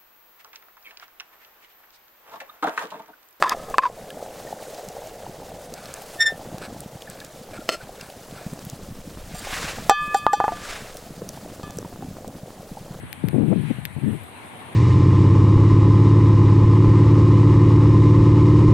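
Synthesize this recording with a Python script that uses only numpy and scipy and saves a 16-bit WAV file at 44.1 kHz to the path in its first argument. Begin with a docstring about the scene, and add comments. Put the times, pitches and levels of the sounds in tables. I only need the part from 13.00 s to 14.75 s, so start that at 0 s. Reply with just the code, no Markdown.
"""Dry scrub beside a stream, heard through a hand-held pair of microphone ports.
Gusts buffet the left port with fluttering eddy noise and pitched slaps; the right port is sheltered.
A few dry stems snap close on the left, each a burst of short, decaying resonances with echoes.
Behind them a stream washes (flickering noise) and gurgles (rising bubble tones),
and leaves hiss in the wind (two bands of noise with fine crackle)."""
import sys
import numpy as np
from scipy import signal
from scipy.fft import rfft, irfft
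from scipy.io import wavfile
from scipy.ndimage import uniform_filter1d

SR = 44100
rng = np.random.default_rng(int(sys.argv[2]) if len(sys.argv) > 2 else 0)


def waveform_to_disk(signal):
    """Save audio, clipped to [-1, 1], as 16-bit WAV at the path in sys.argv[1]."""
    frames = np.transpose(np.atleast_2d(signal))
    scaled = np.clip(frames, -1, 1) * 32767
    samples = np.round(scaled).astype(np.int16)
    wavfile.write(sys.argv[1], SR, samples)


N = 77175

# The background's levels over time.
# Each row: time in seconds, stream wash in dB, leaf hiss in dB, treble hiss in dB.
BACKGROUND_LEVELS = [(0, -51, -48.5, -53), (.15, -47.5, -47.5, -53.5), (.3, -48, -47, -53.5),
                     (.45, -49.5, -48.5, -55), (.58, -51.5, -45.5, -53), (.7, -46.5, -41.5, -51.5),
                     (.8, -48.5, -47, -54), (.9, -48, -49, -54.5), (1.05, -48, -47, -53.5),
                     (1.13, -45, -46.5, -50.5), (1.2, -46, -47, -52.5), (1.33, -44, -47, -53),
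                     (1.45, -43, -45.5, -54.5), (1.6, -42.5, -46, -53.5), (1.75, -43, -46, -53)]
LEFT_GAIN_DB = 4  # lifts both the gusts and the slaps on the left port


def amp(db):
    """Turns decibels into an amplitude factor."""
    return 10 ** (np.asarray(db) / 20)


def evened(x):
    """Scales x to an RMS of one."""
    return x / np.sqrt(np.mean(x ** 2) + 1e-20)


def read(points, hz):
    """Reads a table of (Hz, value) at any frequency, along a log scale."""
    f, value = np.transpose(points)
    return np.interp(np.log(hz + 1), np.log(f + 1), value)


def curve(table, col):
    """Draws one column of a timed table as straight lines over the scene."""
    rows = np.array(table)
    return np.interp(np.arange(N) / SR, rows[:, 0], rows[:, col])


def coloured(x, points):
    """Filters x by a spectrum, silent outside its ends."""
    hz = np.fft.rfftfreq(N, 1 / SR)
    inside = (hz > points[0][0]) & (hz < points[-1][0])
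    return irfft(rfft(x) * amp(read(points, hz)) * inside, N)


def buffeting():
    """Eddies press on each port: a low thud and brighter flutter on the left, a faint thud on the right."""
    # Wind on the left port. Each row: time in seconds, level in dB before the left gain,
    # brightness in dB (high flutter over low).
    gusts = [(0.0, -39.5, -4), (0.022, -45.5, -23), (0.036, -36.5, -4), (0.058, -43, -16),
             (0.094, -52.5, -1), (0.146, -49.5, -3), (0.232, -40.5, -11), (0.244, -23, -10.5),
             (0.26, -23.5, -16.5), (0.286, -25.5, -8), (0.324, -35, -16), (0.344, -18, -8.5),
             (0.374, -23, -7.5), (0.386, -16, -12), (0.444, -20, -13.5), (0.462, -26.5, -6.5),
             (0.488, -15.5, -28.5), (0.53, -17, -6), (0.554, -26, -14), (0.585, -20, -20),
             (0.615, -23, -17), (0.66, -30, -17), (0.698, -27.5, -26), (0.712, -18, -15.5),
             (0.74, -41.5, -23), (0.764, -34.5, -19), (0.8, -37, -36), (0.83, -35.5, -30),
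             (0.878, -38, -37), (0.896, -43, -18), (0.945, -41, -22), (0.974, -28.5, -16),
             (1.002, -41.5, 1.5), (1.022, -31.5, -31), (1.044, -20.5, -23), (1.098, -18, -22),
             (1.12, -25, -24), (1.136, -23.5, -15.5), (1.198, -44.5, -6), (1.242, -37, -13),
             (1.27, -53.5, -5)]
    # Wind on the sheltered right port. Each row: time in seconds, level in dB.
    lee_levels = [(0, -55), (.04, -32.5), (.09, -44.5), (.3, -58), (.42, -45.5), (.55, -47), (.65, -55),
                  (.75, -45.5), (.85, -63.5), (1.0, -50), (1.07, -36.5), (1.12, -49), (1.45, -64),
                  (1.53, -48), (1.6, -69), (1.75, -69)]
    # Spectra of the thud and the flutter. Each row: frequency in Hz at usual speed, level in dB.
    low_spectrum = [(30, -61), (60, -29), (100, -3.5), (140, 2), (250, -4), (350, -15), (500, -41.5)]
    high_spectrum = [(250, -6.5), (350, 3.5), (420, 0), (600, -15.5), (900, -20), (1300, -33.5),
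                     (2000, -51)]
    lump_db, lump_s = 2.0, 0.0059
    hurry, usual_db = 0.17, -24  # dB of speed per dB of gust level above the usual
    leak_db = -40.5  # left port heard in the right

    gust_db = curve(gusts, 1)
    # Eddies pass faster in stronger wind.
    speed = amp(hurry * (np.maximum(gust_db, -40) - usual_db))
    low = flutter(low_spectrum, speed)
    high = flutter(high_spectrum, speed)
    lee = flutter(low_spectrum, speed)

    # One lumpiness shakes both bands of the left port.
    shake = evened(amp(lump_db * lumps(lump_s)))
    eddies = low + amp(curve(gusts, 2)) * high
    left = amp(gust_db + LEFT_GAIN_DB) * shake * eddies + thumps()
    right = amp(curve(lee_levels, 1) + lump_db * lumps(lump_s)) * lee
    return np.array([left, right + amp(leak_db) * left])


def flutter(points, speed):
    """Eddy noise carried past at the given speed, its swings evened out and its crests sharpened."""
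    steady, pointed = 0.54, 0.17  # evenness of the swings (0-1); sharpness of the crests
    z = signal.hilbert(evened(coloured(rng.standard_normal(N), points)))
    steadied = evened((z / (abs(z) + 0.053) ** steady).real)
    crested = evened(steadied + pointed * (steadied ** 2 - 1))
    # Reading the noise faster also raises its pitch.
    position = np.cumsum(speed) % (N - 1)
    return np.interp(position, np.arange(N), crested)


def lumps(seconds):
    """Slow random drift: noise averaged twice over the given time."""
    size = max(int(seconds * SR), 2)
    once = uniform_filter1d(rng.standard_normal(N), size)
    return evened(uniform_filter1d(once, size))


def thumps():
    """Single eddies slap the left port: a quick push that falls in pitch and dies within a few swings."""
    # Each row: start in seconds, level in dB before the left gain and decay, settled pitch in Hz.
    slaps = [(0.0328, -31, 246), (0.2386, -12, 151), (.332, -15, 152), (.3435, -16, 198), (.382, -11, 202),
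             (.418, -15, 170), (.438, -15.5, 205), (.5155, -15.5, 226), (0.5591, -14.5, 171),
             (.7105, -18, 140), (0.7847, -21.5, 133), (.9645, -20, 107), (1.0341, -24.5, 218)]
    rise_s, t60_s = 0.001, 0.085
    drop, drop_s = 1.1, 0.0031  # extra pitch at the start as a share of the settled pitch; its decay time
    size = 4000
    t, out = np.arange(size) / SR, np.zeros(N + size)
    for start, db, hz in slaps:
        turns = hz * (t + drop * drop_s * (1 - np.exp(-t / drop_s)))
        envelope = amp(db + LEFT_GAIN_DB - 60 * t / t60_s) * np.minimum(t / rise_s, 1)
        i = round(start * SR)
        out[i:i + size] += envelope * np.sin(2 * np.pi * turns)
    return out[:N]


def snaps():
    """Each snap rings the stem's modes briefly; the right port hears it weaker and duller."""
    # Each row: start in seconds, left peak in dB before echoes and filtering,
    # left over right in dB, body modes' gain in dB.
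    events = [(0.129, -7, 9, -2), (0.286, -10, 9, -1), (0.853, -2, 8, -1), (.8592, -19, 2, 2),
              (1.2368, -27, 8, -10), (1.2407, -32, 4.5, -10)]
    # Lower body modes, then bright edge modes.
    # Each row: frequency in Hz before random detuning, level in dB, 60 dB decay time in seconds.
    body_modes = [(1950, -4, .006), (2250, -1, .0055), (2650, -4, .0035), (3100, -5, .003),
                  (3700, -2, .003), (4300, -14, .0025)]
    edge_modes = [(6330, -20, 0.0021), (8660, -12, 0.0077), (11600, -2, 0.003), (12930, 4.5, 0.0021),
                  (13700, 5, .003)]
    # Off the ground and the hand. Each row: left port's delay in seconds, level in dB.
    echoes = [(.0022, -21), (.0009, -20), (.0014, -24)]
    # A thin stem radiates no bass. Each row: frequency in Hz, level in dB.
    thin_stem = [(700, -38), (1700, 0), (22000, 0)]
    rise_s = 0.00012
    right_edge_db, right_lag_s = -11, 0.00005
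    size = 600
    t, out = np.arange(size) / SR, np.zeros((2, N))

    def ring(modes):
        """Sums decaying sines, each slightly detuned at random."""
        total = np.zeros(size)
        for hz, db, t60 in modes:
            detuned_hz = hz * rng.uniform(0.94, 1.03)
            total += amp(db - 60 * t / t60) * np.sin(2 * np.pi * detuned_hz * t)
        return np.minimum(t / rise_s, 1) * total

    for start, db, pan_db, body_db in events:
        body = amp(body_db) * ring(body_modes)
        edge = ring(edge_modes)
        peak = np.max(abs(body + edge))
        near = (body + edge) / peak
        far = (body + amp(right_edge_db) * edge) / peak
        # The direct sound comes first, then its echoes.
        for lag, echo_db in [(0.00028, 0), *echoes]:
            i = round((start + lag) * SR)
            j = round((start + 0.64 * lag + right_lag_s) * SR)
            out[0, i:i + size] += amp(db + echo_db) * near
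            out[1, j:j + size] += amp(db + echo_db - pan_db) * far
    return coloured(out, thin_stem)


def stream():
    """Broad wash plus small bubbles whose pitch rises as they ring out."""
    # Colour of the wash. Each row: frequency in Hz, level in dB.
    wash_spectrum = [(40, -12), (100, 1), (200, 2), (400, -2.5), (600, -3), (800, 1.5), (1100, -1.5),
                     (1300, -24), (2000, -30)]
    bubbles_per_s, bubble_db = 220, -55  # rate at each port; overall level
    rise_s, t60_s = 0.0013, 0.032
    t, bubbles = np.arange(900) / SR, np.zeros((2, N))
    sizes_hz = np.geomspace(500, 1100, num=12)  # starting pitches
    for hz in sizes_hz:
        tone = np.sin(2 * np.pi * hz * t * (1 + 5.6 * t))
        ring = tone * amp(-60 * t / t60_s) * np.minimum(t / rise_s, 1)
        starts = sparse(bubbles_per_s / len(sizes_hz), 4.6)
        one_size = signal.oaconvolve(starts, ring[None])[:, :N]
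        # Each port also hears a little of the other's bubbles.
        bubbles += one_size + 0.2 * one_size[::-1]
    level = amp(curve(BACKGROUND_LEVELS, 1))
    gurgle = evened(level) * amp(bubble_db) * evened(bubbles)
    return level * wash(wash_spectrum, patchy_db=0.95, flicker_db=0.84) + gurgle


def foliage():
    """Hiss of leaves and grass in two bands of noise, with a fine crackle of filtered clicks."""
    # Colours of the leaf hiss and the treble hiss. Each row: frequency in Hz, level in dB.
    leaf_spectrum = [(600, -31), (1200, -1), (1700, 1.5), (2400, -0.5), (3000, -4), (4200, -10),
                     (4600, -18), (5500, -24.5), (7400, -19.5), (8000, -51)]
    treble_spectrum = [(7300, -55), (7700, -3), (9300, 2.5), (10500, -2), (11400, -4.5), (12000, -9),
                       (13500, -11), (14200, -13), (14600, -38), (15500, -49)]
    crackles_per_s, crackle_db = 600, -59  # rate at each port; level of the crackle's leaf band
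    clicks = sparse(crackles_per_s, 1.7) * rng.choice([-1., 1.], (2, N))
    crackle = evened(coloured(clicks, leaf_spectrum)) + 0.5 * evened(coloured(clicks, treble_spectrum))
    leaves = amp(curve(BACKGROUND_LEVELS, 2)) * wash(leaf_spectrum, patchy_db=1.5, flicker_db=0.06)
    treble = amp(curve(BACKGROUND_LEVELS, 3)) * wash(treble_spectrum, patchy_db=2.0, flicker_db=1.3)
    return leaves + amp(crackle_db) * crackle + treble


def wash(points, patchy_db, flicker_db):
    """Noise with drifting patches and a wide flicker, partly shared by both ports."""
    # Each row: frequency in Hz, left-right likeness from 0 to 1.
    likeness = [(60, 0.15), (130, 0.8), (290, .7), (640, 0.28), (1400, 0), (3000, 0.15), (7000, 0)]
    # Each row: frequency in Hz, left over right in dB.
    port_tilt = [(100, 4), (300, 3), (700, -1), (1300, 1), (2400, 8), (4400, 1.5), (8000, 1), (14000, 5)]
    frames, hz = N // 128 + 5, np.fft.rfftfreq(512, 1 / SR)
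    a, b, c, d, patches = rng.standard_normal((frames, 257, 5)).T
    # Patches span a few frequency bins and many frames; the flicker moves all bins together.
    patches = evened(uniform_filter1d(uniform_filter1d(patches, 6, 0), 20, 1))
    flicker = evened(uniform_filter1d(rng.standard_normal(frames), 6))

    same = np.clip(read(likeness, hz), -1, 1)[:, None]
    left = a + 1j * b
    right = same * left + np.sqrt(1 - same ** 2) * (c + 1j * d)
    balance = amp(np.array([[0.5], [-0.5]]) * read(port_tilt, hz))[:, :, None]
    grains = np.array([left, right]) * amp(patchy_db * patches + flicker_db * flicker) * balance
    noise = signal.istft(grains, nperseg=512, noverlap=384)[1][:, :N]
    return evened(coloured(noise, points))


def sparse(per_s, spread_db):
    """Random clicks on each port at the given rate, a few of them large."""
    sizes = amp(spread_db * np.minimum(rng.exponential(1, (2, N)), 4))
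    return sizes * (rng.random((2, N)) < per_s / SR)


def scene():
    """Mixes the wind, stream, foliage and snapping stems."""
    return buffeting() + stream() + foliage() + snaps()


def record(dry):
    """Microphone colour, then the band limit."""
    # Microphone response. Each row: frequency in Hz, level in dB.
    mic_response = [(10, -30), (40, -12.5), (62, -2.5), (90, 0), (14100, -0.5), (14600, -17), (15600, -33),
                    (22000, -30)]
    edge_hz = 15500
    low_pass = signal.firwin(511, edge_hz, window=("kaiser", 9), fs=SR)
    return signal.oaconvolve(coloured(dry, mic_response), low_pass[None], "same")


dry = scene()
out = record(dry)
waveform_to_disk(out)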